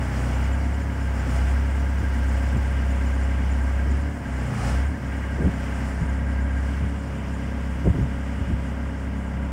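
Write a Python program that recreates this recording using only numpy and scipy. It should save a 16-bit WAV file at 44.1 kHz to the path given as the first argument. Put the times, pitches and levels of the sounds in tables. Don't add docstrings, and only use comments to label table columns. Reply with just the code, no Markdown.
import sys
import numpy as np
from scipy import signal
from scipy.fft import rfft, irfft, next_fast_len
from scipy.io import wavfile
from scipy.ndimage import uniform_filter1d, map_coordinates

SR = 44100
rng = np.random.default_rng(int(sys.argv[2]) if len(sys.argv) > 2 else 0)


def dump_mix(stems):
    frames = np.atleast_2d(stems).T
    limited = np.clip(frames, -1, 1)
    pcm = np.round(limited * 32767).astype(np.int16)
    wavfile.write(sys.argv[1], SR, pcm)


N = 419830

# (time [s], share [0-1])
DRIFT = [(0, 0), (3.8, 0.26), (5.6, 0.46), (7.2, 0.72), (9.52, 0.88)]
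# (centre [Hz], width [Hz], relative level [dB])
HOOD = [(562.3, 25, -1.5), (685, 44, -6), (843, 71, -8), (957, 21, -8)]
# (time [s], relative level [dB], half length [s], upper band edge [Hz])
PUFFS = [(2.02, -21, 0.013, 326), (2.563, -21, .023, 310), (3.899, -30, .04, 355),
         (4.522, -28, .012, 200.1), (5.42, -21.5, .035, 514), (5.471, -13.5, 0.015, 319.4),
         (6.025, -18, 0.011, 197), (6.849, -25.5, .04, 219.8), (7.867, -17.5, 0.012, 519.7),
         (7.889, -10, 0.016, 157), (7.956, -23.5, 0.017, 451.7), (7.997, -18, .015, 334),
         (8.032, -17, 0.013, 170), (8.422, -23, .024, 200), (8.505, -21, 0.017, 330.4),
         (8.539, -17, .01, 170)]
GOVERNED_HZ = 66.7
GOVERNOR_LAG_S, GOVERNOR_SMOOTH_S = 0.07, 0.093


def amp(db):
    return 10 ** (np.asarray(db) / 20)


def unit(x):
    return x / np.sqrt(np.mean(x ** 2) + 1e-20)


def curves(rows):
    times, *columns = np.transpose(rows)
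    return [np.interp(np.arange(N) / SR, times, column) for column in columns]


def wobble(rate):
    coarse = np.arange(0, N + 64, 64)
    knots = rng.standard_normal(int(N * rate / SR) + 4)
    return np.interp(np.arange(N), coarse, map_coordinates(knots, [coarse * rate / SR]))


def filtered(x, response):
    size = next_fast_len(N + SR // 4)
    spectrum = rfft(x, size) * response(np.fft.rfftfreq(size, 1 / SR))
    return irfft(spectrum, size)[:N]


def coloured(x, spectrum):
    f, db = np.transpose(spectrum)
    return unit(filtered(x, lambda hz: amp(np.interp(np.log(hz + 1), np.log(f), db))))


def resonated(x, modes):
    def response(f):
        return sum(amp(db) * 1j * f * width / (centre * centre - f * f + 1j * f * width)
                   for centre, width, db in modes)
    return unit(filtered(x, response))


def ringing(x, share, t60):
    t = np.arange(SR // 20) / SR
    tail = rng.standard_normal(len(t)) * amp(-60 * t / t60)
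    tail /= np.linalg.norm(tail)
    return unit(x + share * signal.fftconvolve(x, tail)[:N])


def combustion(firings, repeat, depth, scatter_db):
    pattern = rng.standard_normal(2048)
    cyclic = np.interp(firings / 4 % 1, np.linspace(0, 1, len(pattern)), pattern)
    share = np.clip(repeat, 0, 1)
    sizes = amp(scatter_db * rng.standard_normal(1024))[firings.astype(int)]
    gate = 1 + depth * sizes * np.exp(-4 * (firings % 1))
    return gate * (np.sqrt(share) * unit(cyclic) + np.sqrt(1 - share) * rng.standard_normal(N))


def governor(firing_hz):
    t = np.arange(N) / SR
    sag = uniform_filter1d(GOVERNED_HZ - firing_hz, max(int(GOVERNOR_SMOOTH_S * SR), 1))
    return np.interp(t - GOVERNOR_LAG_S, t, sag)


def level(law, sag):
    *by_drift_db, load_db, overrun_db = law
    drift, = curves(DRIFT)
    drift_db = np.interp(drift, [0, 0.5, 1], by_drift_db)
    return drift_db + load_db * np.maximum(sag, 0) + overrun_db * np.minimum(sag, 0)


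def exhaust(firings, load, tone_db):
    # (multiple of the firing rate, early level [dB], late level [dB])
    notes = [(1.5, -34, -39.5), (2, -42.5, -43), (2.5, -41.5, -38.5), (3, -47.5, -38), (3.38, -44.5, -45.5),
             (3.5, -43, -44), (4, -45, -43.5), (4.12, -46, -46), (4.5, -50, -58), (5, -56.5, -54.5),
             (5.5, -54, -60), (6, -56, -57), (6.5, -61, -53.5), (7, -56.5, -61), (8, -55.5, -56),
             (8.5, -55, -55.5), (9, -61, -56), (10, -55, -61.5), (10.5, -55, -59), (13, -57, -76),
             (14, -55.5, -59.5)]
    # (frequency [Hz], gain [dB])
    muffler = [(20, -31), (45, -20), (65, 9), (100, -9), (130, 7.5), (165, -3.5), (200, 3), (230, 1),
               (285, 1.5), (320, -13.5), (450, -16), (900, -57)]
    drift, = curves(DRIFT)
    lines = np.zeros(N)
    for order, early_db, late_db in notes:
        load_db = 13 if order == 2 else 1.5
        line_db = early_db + drift * (late_db - early_db) + load_db * load + 1.1 * wobble(5)
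        if order < 2:
            line_db = line_db + 0.32 * np.minimum(tone_db + 26.5, 0)
        phase = 2 * np.pi * (order * firings + rng.random()) + 0.17 * wobble(12)
        lines += amp(line_db) * np.sin(phase)

    def hood_gain(f):
        return 1 + sum(amp(db) / (1 + (2 * (f - hz) / width) ** 2) for hz, width, db in HOOD)
    lines = filtered(lines, hood_gain)
    tone = amp(tone_db + 0.48 * wobble(24)) * np.sin(2 * np.pi * firings)
    drone = coloured(combustion(firings, repeat=0.028, depth=0.47, scatter_db=2.5), muffler)
    drone_db = -37.5 + 3 * load + 0.6 * drift + 0.47 * wobble(6.9)
    return np.sqrt(2) * (tone + lines) + amp(drone_db) * drone


def firing_tone(firing_hz, sag):
    # (time [s], level [dB])
    boom = [(0, -24.2), (1.8, -21.5), (3.85, -22.5), (4.2, -26), (6.0, -28.5), (6.15, -24.5), (6.45, -23),
            (7.1, -28.5), (9.52, -28.5)]
    pull_db, pull_lag_s = 0.115, 0.015
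    overrun_db = 0.9
    lug_hz, lug_db = 8.3, 6.5
    t = np.arange(N) / SR
    steady_db, = curves(boom)
    pull = uniform_filter1d(np.gradient(firing_hz) * SR, max(int(GOVERNOR_SMOOTH_S * SR), 1))
    late_pull = np.interp(t - pull_lag_s, t, pull)
    overrun = np.maximum(-sag, 0)
    lug = np.maximum(GOVERNED_HZ - firing_hz, 0)
    return steady_db + pull_db * late_pull - overrun_db * overrun - lug_db * (lug / lug_hz) ** 2


def engine(firings, block_db, clatter_db):
    # (frequency [Hz], gain [dB])
    block_spectrum = [(200, -36), (320, -0.5), (400, 1), (470, 1), (550, 3), (620, 1.5), (680, 3.5),
                      (760, 2.5), (900, -0.5), (1100, 2), (1350, 0), (1700, -2.5), (2300, -13.5),
                      (3200, -50)]
    casing_spectrum = [(900, -16), (1400, -0.5), (2000, 4.5), (2450, 2), (2720, 3.5), (2890, 6), (3050, 0),
                       (3300, -3), (3700, -10.5), (4300, -32.5)]
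    block = coloured(combustion(firings, repeat=0.33, depth=0.15, scatter_db=2), block_spectrum)
    shaking = coloured(rng.standard_normal(N), [(300, -17), (500, -0.5), (1000, -1.0), (1500, -31)])
    hood = resonated(shaking, HOOD)
    rattle = coloured(combustion(firings, repeat=0.16, depth=0.14, scatter_db=4), casing_spectrum)
    casing = ringing(rattle, share=0.18, t60=0.04)
    return amp(block_db + 1.0) * block + amp(block_db - 6) * hood + amp(clatter_db + 5.5) * casing


def hydraulics(firings, laps, sag, flow_db):
    # (centre [Hz], width [Hz], relative level [dB])
    panels = [(1605, 55, 0), (1745, 80, -2), (1915, 60, -2), (2046, 60, -5), (2166, 60, -4)]
    # (frequency [Hz], gain [dB])
    oil_spectrum = [(3000, -18), (3800, -5.5), (4300, -1.5), (5200, 3), (5800, 1), (6400, -2.5),
                    (7500, -24)]
    spray_spectrum = [(5500, -33), (6500, -3), (7000, 1), (8000, -0.5), (9400, 0), (10200, -9),
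                      (11200, -20), (13000, -32)]
    valve_spectrum = [(9000, -42), (11500, -12), (13000, 1), (15800, 1)]
    # (time [s], depth [0-1])
    flutter_depth = [(0, 0), (1.5, 0), (1.9, 0.39), (2.7, 0.31), (3, 0.2), (9.52, .05)]
    pump_law = (-41, -41.5, -40.5, 0.03, 0.6)
    hiss_law = (-57, -60, -61, 1.25, 0.3)
    spray_law = (-57, -59, -61, 1.26, .5)
    fizz_law = (-65, -71, -73, .9, 0)
    slew_stop_s, release_s, idle_db = 6.87, 0.066, -5.5
    stopped = (1 + np.tanh((np.arange(N) / SR - slew_stop_s) / release_s)) / 2
    pump_db = level(pump_law, sag) + idle_db * stopped
    hiss_db, spray_db, fizz_db = [level(law, sag) + flow_db for law in (hiss_law, spray_law, fizz_law)]

    pulses = combustion(firings, repeat=0.45, depth=0.079, scatter_db=5)
    ripple = coloured(pulses, [(900, -33), (1500, 3.5), (2300, 0.5), (2900, -8)])
    whirr = amp(pump_db - 2.5 + 1.96 * np.sin(2 * np.pi * laps)) * resonated(ripple, panels)

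    depth, = curves(flutter_depth)
    flutter = 1 + depth * np.sin(2 * np.pi * 2 * laps)
    hiss = ringing(coloured(rng.standard_normal(N), oil_spectrum), share=0.28, t60=0.05)
    spray = ringing(coloured(rng.standard_normal(N), spray_spectrum), share=0.35, t60=0.03)
    fizz = coloured(rng.standard_normal(N), valve_spectrum)
    oil = amp(hiss_db + 0.9 + 0.9 * wobble(22)) * hiss
    oil += amp(spray_db + 1.1 * wobble(18)) * flutter ** 0.34 * spray
    oil += amp(fizz_db + 2.5 + 0.8 * wobble(9)) * flutter * fizz
    return whirr + oil


def belt(laps, slip_db):
    # (centre [Hz], half width to 1/e [Hz], relative level [dB])
    chirp = [(6770, 62, -11), (7020, 74, -3), (7300, 84, -6.5), (8530, 150, -10)]
    lap = laps.astype(int)
    out = np.zeros(N)
    for hz, width, db in chirp:
        size, shift = rng.standard_normal((256, 2))[lap].T
        contact = np.exp(-((laps % 1 - 0.5 - 0.16 * shift) / 0.15) ** 2)
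        squeal = filtered(rng.standard_normal(N), lambda f: np.exp(-((f - hz) / width) ** 2))
        out += amp(slip_db + db + 2.5 + 3 * size) * contact * unit(squeal)
    return out


def wind():
    t = np.arange(-SR // 5, SR // 5) / SR
    out = np.zeros(N + SR)
    for s, db, length, edge_hz in PUFFS:
        band = signal.butter(3, [52, edge_hz], "bandpass", fs=SR, output="sos")
        large = signal.butter(1, [45, 45 + 0.3 * edge_hz], "bandpass", fs=SR, output="sos")
        swell = np.exp(-0.5 * (t / length) ** 2)
        flow = unit(signal.sosfilt(np.vstack([band, large]), rng.standard_normal(len(t))))
        eddies = swell * np.tanh(0.71 * flow)
        puff = amp(db - 2.5) * unit(eddies) * np.sqrt(np.mean(swell ** 2))
        out[round((s + t[0]) * SR):][:len(t)] += puff
    return out[:N]


def rumble():
    # (frequency [Hz], gain [dB])
    breeze_spectrum = [(15, -16), (28, 2), (45, 17), (60, -15), (110, -42)]
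    breeze_db, swing_db = -53, 3.5
    around_db, around_s = -34, 0.13
    t = np.arange(N) / SR
    swells = sum(amp(db + around_db) ** 2 * np.exp(-((t - s) / around_s) ** 2) for s, db, _, _ in PUFFS)
    breeze = amp(breeze_db + swing_db * wobble(3.3))
    return np.sqrt(breeze ** 2 + swells) * coloured(rng.standard_normal(N), breeze_spectrum)


def scene():
    # (time [s], firing rate [Hz])
    speed = [(0, 64.8), (.12, 62.76), (.3, 62.8), (.55, 67.2), (.82, 69.4), (1.3, 62.87), (1.6, 67.52),
             (1.95, 67.55), (2.15, 65.99), (3.85, 66.5), (4.11, 72.64), (4.28, 65.63), (4.48, 63.2),
             (4.59, 56.8), (4.93, 72.86), (5.03, 66.86), (5.45, 66.8), (5.6, 65.08), (5.85, 64.95),
             (6.15, 66.9), (6.65, 66.85), (6.95, 69.62), (7.25, 66.7), (9.52, 66.98)]
    # (time [s], relative level [dB])
    oil_flow = [(0, -1), (2.4, 1), (3.6, -0.5), (5.4, 0.5), (5.8, 2), (6.05, -1.5), (6.5, -2), (6.72, 1.5),
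                (7.05, 0.5), (8.5, -0.5), (9.52, -3.5)]
    block_law = (-41.5, -42.5, -44.5, 0.74, 0.34)
    clatter_law = (-52.5, -55, -53.5, 0.74, 0.56)
    chirp_law = (-58.5, -63, -69.5, .5, 0.7)
    firing_hz, = curves(speed)
    flow_db, = curves(oil_flow)
    firings = np.cumsum(firing_hz) / SR
    laps = 0.1566 * firings
    sag = governor(firing_hz)
    load = np.clip((66 - firing_hz) / 4.0, 0, 1)
    clatter_db = level(clatter_law, sag) + 0.92 * flow_db + 0.75 * wobble(14)
    mix = exhaust(firings, load, firing_tone(firing_hz, sag))
    mix += engine(firings, level(block_law, sag), clatter_db)
    mix += hydraulics(firings, laps, sag, flow_db)
    mix += belt(laps, level(chirp_law, sag))
    mix += wind() + rumble()
    return mix[None]


def record(dry):
    return filtered(dry[0], lambda hz: hz < 15750)[None]


dry = scene()
out = record(dry)
dump_mix(out)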